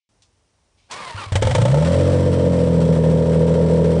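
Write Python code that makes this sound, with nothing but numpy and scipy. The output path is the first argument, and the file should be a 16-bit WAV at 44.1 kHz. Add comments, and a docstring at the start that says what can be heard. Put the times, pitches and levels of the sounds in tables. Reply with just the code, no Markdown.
"""A switch clicks in a quiet yard, then a starter grinds through two compressions of a cold engine.
The bare six-cylinder stands a few metres from one microphone. Its first charges bang out of the open
exhaust, then it flares and settles to a loud, lumpy idle: each firing puffs into the ringing pipe and
rattles the block over a low hum. The loudest peaks lean on the recorder's limiter."""
import sys
import numpy as np
from scipy import signal
from scipy.fft import rfft, irfft
from scipy.io import wavfile
from scipy.ndimage import uniform_filter1d, minimum_filter1d

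SR = 44100
rng = np.random.default_rng(int(sys.argv[2]) if len(sys.argv) > 2 else 0)


def persist_wave(psi):
    """Save psi, clipped to +-1, as 16-bit WAV."""
    counts = np.round(np.clip(psi, -1, 1) * 32767).astype(np.int16)
    wavfile.write(sys.argv[1], SR, np.atleast_2d(counts).T)


N = 176400
TIME = np.arange(N) / SR


def from_db(db):
    """Decibels to gain."""
    return 10 ** (np.asarray(db) / 20)


def rms_one(x):
    """Scale to unit rms."""
    return x / np.sqrt(np.mean(x ** 2) + 1e-20)


def in_time(rows):
    """Each column after the first (time_s) as a curve in time."""
    time_s, *columns = np.transpose(rows)
    return [np.interp(TIME, time_s, column) for column in columns]


def noise(spectrum):
    """Unit-rms noise with the given colour."""
    hz, db = np.transpose(spectrum)
    bin_hz = np.maximum(np.arange(N // 2 + 1) * SR / N, 1)
    colour = from_db(np.interp(np.log(bin_hz), np.log(hz), db, left=-80))
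    return rms_one(irfft(rfft(rng.standard_normal(N)) * colour, N))


def drift(rate_hz):
    """A random wander of unit rms."""
    lowpass = signal.butter(2, rate_hz, fs=SR, output="sos")
    return rms_one(signal.sosfilt(lowpass, rng.standard_normal(2 * N))[N:])


def impulses(start_s, gain):
    """Impulses at the given times."""
    return np.bincount(np.clip(np.asarray(start_s) * SR, 0, N - 1).astype(int), gain, N) + 1e-18


def dying(x, decay_s):
    """Every impulse becomes an exponential decay."""
    return signal.lfilter([1], [1, -np.exp(-1 / (decay_s * SR))], x)


def swelling(x, attack_s, decay_s):
    """Every impulse becomes a rounded rise and a decay."""
    return dying(dying(x, decay_s), attack_s) / (attack_s * SR)


def resonate(x, hz, width_hz):
    """A steep resonance whose centre may move."""
    turn = np.exp(2j * np.pi * np.cumsum(hz + np.zeros(N)) / SR)
    lowpass = signal.butter(2, width_hz / 2, fs=SR, output="sos")
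    return 2 * (turn * signal.sosfilt(lowpass, x / turn)).real


# Background of the yard: frequency_hz, relative_db
YARD_SPECTRUM = [(25, -5), (50, 4.5), (95, 4), (140, -6.5), (250, -9), (950, -12), (1400, -18.5),
                 (4500, -21.5), (5700, -18), (7000, -23), (9800, -22)]

def yard():
    """A faint, low rumble around the microphone."""
    return from_db(-63) * noise(YARD_SPECTRUM) * (TIME > .09)


# Whirr before the starter: time_s, level_db
WHIRR_LEVEL = [(.75, -95), (.785, -64), (.9, -70), (.95, -95)]

def whirr():
    """A brief, faint band of high noise."""
    colour = [(1200, -26), (2200, 16.5), (5500, 10.5), (9800, -4.5)]  # frequency_hz, relative_db
    return from_db(in_time(WHIRR_LEVEL)[0]) * noise(colour)


# Switch, relay and pinion engaging: start_s, level_db, decay_s
SWITCH_CLICKS = [(.221, -52, 0.022), (.85, -80, .004), (.912, -29.5, 0.017), (0.931, -39, 0.012)]
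# Their bright colour: frequency_hz, relative_db
CLICK_SPECTRUM = [(300, -12), (1500, -5), (3500, 11), (6000, 10), (9800, 0.5)]

def switchgear():
    """Metal parts snap together in short clicks."""
    strikes = sum(dying(impulses([s], [from_db(db)]), decay_s) for s, db, decay_s in SWITCH_CLICKS)
    return strikes * noise(CLICK_SPECTRUM)


# Starter loudness: time_s, level_db
STARTER_LEVEL = [(.885, -74), (.902, -42), (.935, -28.5), (.955, -33.5), (1.0, -32), (1.11, -31),
                 (1.15, -38.5), (1.185, -29.5), (1.24, -30.5), (1.268, -38), (1.31, -41.5), (1.36, -50)]
# Teeth meshing, slowed by each compression: time_s, rate_hz
TOOTH_RATE = [(.89, 700), (.935, 1080), (1.0, 1200), (1.06, 1060), (1.11, 960), (1.15, 900), (1.18, 1420),
              (1.24, 1210), (1.32, 980)]
# Gear whine: tooth_rate_multiple, relative_db
WHINE_TONES = [(.45, -14), (.68, -8), (1, 0), (2, -7), (3, -14)]
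# Gear grind: frequency_hz, relative_db
GRIND_SPECTRUM = [(120, -6), (300, -17.5), (600, -6.5), (750, -20), (950, -0.5), (1300, -8), (1550, -11),
                  (1900, -10.5), (2500, -14), (4400, -15), (6300, -24), (9800, -24.5)]

def starter():
    """The pinion whines and grinds on the flywheel's teeth until the engine catches."""
    teeth = np.cumsum(in_time(TOOTH_RATE)[0] * (1 + .027 * drift(120))) / SR
    whine = sum(from_db(db + 2.2 * drift(80)) * np.sin(2 * np.pi * multiple * teeth)
                for multiple, db in WHINE_TONES)
    meshing = 1 + 0.4 * np.cos(2 * np.pi * teeth)
    grind = rms_one(noise(GRIND_SPECTRUM) * from_db(2 * drift(90)) * meshing)
    engaged = (TIME > .88) & (TIME < 1.36)
    return engaged * from_db(in_time(STARTER_LEVEL)[0]) * (from_db(-4.5) * whine + from_db(-3.5) * grind)


# Two compression thumps, then the first charges to fire: start_s, boom_db, bark_db, crack_db
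FIRST_CHARGES = [(1.145, -24.5, -52, -60), (1.265, -27.5, -55, -57), (1.32, -11, -24, -23.5),
                 (1.354, -6, -13, -11.5), (1.422, -3, 2.5, -4), (1.448, 2, -15.5, -18),
                 (1.47, -4.5, 1.5, -9), (1.493, -1.5, -10, -22), (1.508, -10, -17, -17),
                 (1.549, -10.5, -4, -9), (1.581, -31, -9, -26), (1.615, -11.5, -13.5, -22),
                 (1.651, -19, -4, -18), (1.679, -34, -18, -27.5), (1.713, -32, -28, -28),
                 (1.741, -24, -8.5, -25.5), (1.77, -35, -12, -41), (1.821, -40, -11, -29)]
# What they ring in the cold pipe: pitch_hz, width_hz, relative_db
COLD_PIPE_MODES = [(258, 131, -10), (436, 27, -36), (547.6, 80, 1.5), (891.6, 26, -8), (1315, 89, -17.5)]
# Gas cracking out of the pipe: frequency_hz, relative_db
CRACK_SPECTRUM = [(410, -26), (700, 3.5), (1140, -7), (2180, -4.5), (2630, -13), (3010, -5.5),
                  (4780, -15.5), (9170, -16.5), (9800, -31.5), (12700, -67), (21600, -120)]

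def first_fires(boom_hz=99, boom_t60_s=0.26, attack_s=0.0029):
    """Uneven explosions: a low boom, a bark of the pipe and a sharp crack of gas."""
    start_s, boom_db, bark_db, crack_db = np.transpose(FIRST_CHARGES)
    radius, angle = from_db(-60 / (boom_t60_s * SR)), 2 * np.pi * boom_hz / SR
    thumps = impulses(start_s, from_db(boom_db))
    boom = signal.lfilter([0, -np.sin(angle)], [1, -2 * radius * np.cos(angle), radius ** 2], thumps)
    kicks = impulses(start_s, from_db(bark_db))
    bark = 0
    for hz, width_hz, db in COLD_PIPE_MODES:
        turn = np.exp(2j * np.pi * (hz * TIME + np.cumsum(drift(42)) * width_hz / 2 / SR))
        bark += from_db(db) * (turn * swelling(kicks / turn, attack_s, decay_s=0.0088)).imag
    crack_envelope = swelling(impulses(start_s, from_db(crack_db)), attack_s, decay_s=0.0079)
    return boom + bark + crack_envelope * noise(CRACK_SPECTRUM)


# Mechanical hiss of the bare engine: frequency_hz, relative_db
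HISS_SPECTRUM = [(30, 4.5), (60, 14.5), (200, 9.5), (750, 5.5), (1050, 8), (1300, 4), (1900, 2),
                 (2450, -2.5), (3200, -1.5), (4000, -4), (5000, -7), (5700, -5), (6700, -14.5),
                 (7600, -5.5), (9800, -13)]
# Ringing of the block: pitch_hz, width_hz, relative_db
BLOCK_MODES = [(1213, 72, -28.5), (1366, 63, -22.5), (1572, 34, -29.5), (1797, 35, -20.5),
               (2135, 20, -30.5), (3124, 53, -25), (3328, 63, -26)]

def block_rattle(firing_s, hiss_db):
    """A steady hiss surges at each firing and rings the engine block."""
    surges = dying(impulses(firing_s, from_db(hiss_db)), decay_s=0.025)
    hiss = rms_one((1 + surges) * noise(HISS_SPECTRUM))
    ringing = sum(from_db(db) * rms_one(resonate(hiss, hz, width)) for hz, width, db in BLOCK_MODES)
    return rms_one(hiss + ringing)


# Exhaust hum: time_s, then level_db for each of HUM_ORDERS
HUM_LEVELS = [(1.299, -99, -103, -59, -96, -85, -83, -81), (1.44, -41, -46, -15.5, -21.5, -33, -46.5, -47),
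              (1.648, -42, -56, -15.5, -18.5, -20, -42, -42), (1.75, -26, -44, -13, -45, -43.5, -47, -41),
              (1.862, -22, -31, -18.5, -34, -30, -55, -33.5),
              (2.0, -17.5, -21.5, -18.5, -34, -28, -29, -43),
              (2.249, -19.5, -23.5, -19, -30, -30.5, -29.5, -32),
              (2.55, -23, -27.5, -16, -34, -27, -36, -28.5),
              (2.948, -25, -30, -21.5, -41.5, -27.5, -49.5, -30), (4, -24, -37, -22, -33.5, -31, -43, -24)]
HUM_ORDERS = (1, 1.5, 2, 2.5, 3, 3.5, 5)

def exhaust_hum(firing_count):
    """The exhaust hums at multiples of the firing rate, their phases staggered."""
    return sum(from_db(db) * np.sqrt(2) * np.sin(2 * np.pi * order * firing_count + 0.6515 * k * k)
               for k, (order, db) in enumerate(zip(HUM_ORDERS, in_time(HUM_LEVELS))))


# Main resonance of the exhaust: time_s, pitch_hz
BARK_PITCH = [(1.3, 613), (2.0, 533), (2.4, 505), (2.9, 494), (4, 465)]
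# Its other resonances: pitch_hz, width_hz, relative_db
PIPE_MODES = [(167, 38, 1.5), (296.3, 61, -12), (440.2, 18.3, 0.5), (565, 38.6, 0.5), (930, 42.6, -14.5)]

def exhaust_bark(arrival_s, bark_db, roughness=.35, echo_s=0.005993, echo_gain=0.39):
    """Rough puffs of gas echo once in the open pipe and ring its resonances."""
    pulses = impulses(arrival_s, from_db(bark_db))
    rush = dying(pulses, decay_s=0.0071) * rng.standard_normal(N)
    puffs = rms_one(pulses) + roughness * rms_one(rush)
    puffs += echo_gain * np.interp(TIME - echo_s, TIME, puffs)
    main_ring = resonate(puffs, in_time(BARK_PITCH)[0], width_hz=91.5)
    other_rings = sum(from_db(db) * resonate(puffs, hz, width) for hz, width, db in PIPE_MODES)
    return rms_one(main_ring + other_rings)


# Engine speed, flaring and settling: time_s, firing_rate_hz
FIRING_RATE = [(1.42, 38.0), (1.5, 50.0), (1.66, 59.9), (1.74, 70.5), (1.85, 82.82), (1.97, 89.55),
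               (2.17, 91.98), (2.33, 89.89), (2.58, 85.87), (2.79, 83.0), (2.98, 80.64), (3.2, 81.06),
               (3.67, 82.58), (4.0, 82.01)]
# Cylinders in firing order: relative_bark_db, relative_hiss_db, header_travel_s
CYLINDER_BALANCE = [(0.5, 13, 0.00083), (15.5, -4.5, 0.00097), (-23.5, 14.5, 0.001), (16.5, 12.5, 0.00042),
                    (11, 9, 0.0012), (16.5, -20.5, 0.00064)]
# The running engine from a few metres: time_s, bark_db, rattle_db
ENGINE_LEVELS = [(1.3, -66, -49), (1.38, -33, -31), (1.55, -30, -27.5), (1.74, -26.5, -33),
                 (1.95, -18, -31.5), (2.25, -18, -36.5), (2.8, -17, -38), (4, -16, -38.5)]

def running_engine(catch_s=1.33, cycle_start_s=1.651, jitter_s=.00013):
    """Six unequal cylinders fire in turn, which makes the idle lumpy."""
    firing_count = np.cumsum(in_time(FIRING_RATE)[0]) / SR
    firing_count -= np.interp(cycle_start_s, TIME, firing_count)
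    firings = np.flatnonzero(np.diff(np.floor(firing_count))) + 1
    cylinder = np.floor(firing_count[firings]).astype(int) % len(CYLINDER_BALANCE)
    bark_db, hiss_db, travel_s = np.array(CYLINDER_BALANCE)[cylinder].T
    time_scatter, bark_scatter, hiss_scatter = rng.standard_normal((len(firings), 3)).T
    bark = exhaust_bark(TIME[firings] + travel_s + jitter_s * time_scatter, bark_db + 1.2 * bark_scatter)
    rattle = block_rattle(TIME[firings], hiss_db + 2.5 * hiss_scatter)
    bark_gain, rattle_gain = from_db(in_time(ENGINE_LEVELS))
    return (exhaust_hum(firing_count) + bark_gain * bark + rattle_gain * rattle) * (TIME > catch_s)


def scene():
    """The cold start over the quiet of the yard, in mono from a few metres."""
    return (yard() + switchgear() + whirr() + starter() + first_fires() + running_engine())[None]


def record(dry):
    """The recorder cuts the deepest bass, holds the peaks with a fast limiter and cuts the top."""
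    ceiling, release_db_per_s, lookahead_s = .49, 242.5, 0.0032
    dry = signal.sosfilt(signal.butter(2, 35, "high", fs=SR, output="sos"), dry)
    over_db = 20 * np.log10(np.maximum(np.abs(dry[0]) / ceiling, 1))
    release_db = release_db_per_s * TIME
    held_db = np.maximum.accumulate(over_db + release_db) - release_db
    window = int(lookahead_s * SR)
    gain = uniform_filter1d(minimum_filter1d(from_db(-held_db), window), window)
    return signal.sosfilt(signal.ellip(12, .1, 80, 9850, fs=SR, output="sos"), dry * gain)


dry = scene()
out = record(dry)
persist_wave(out)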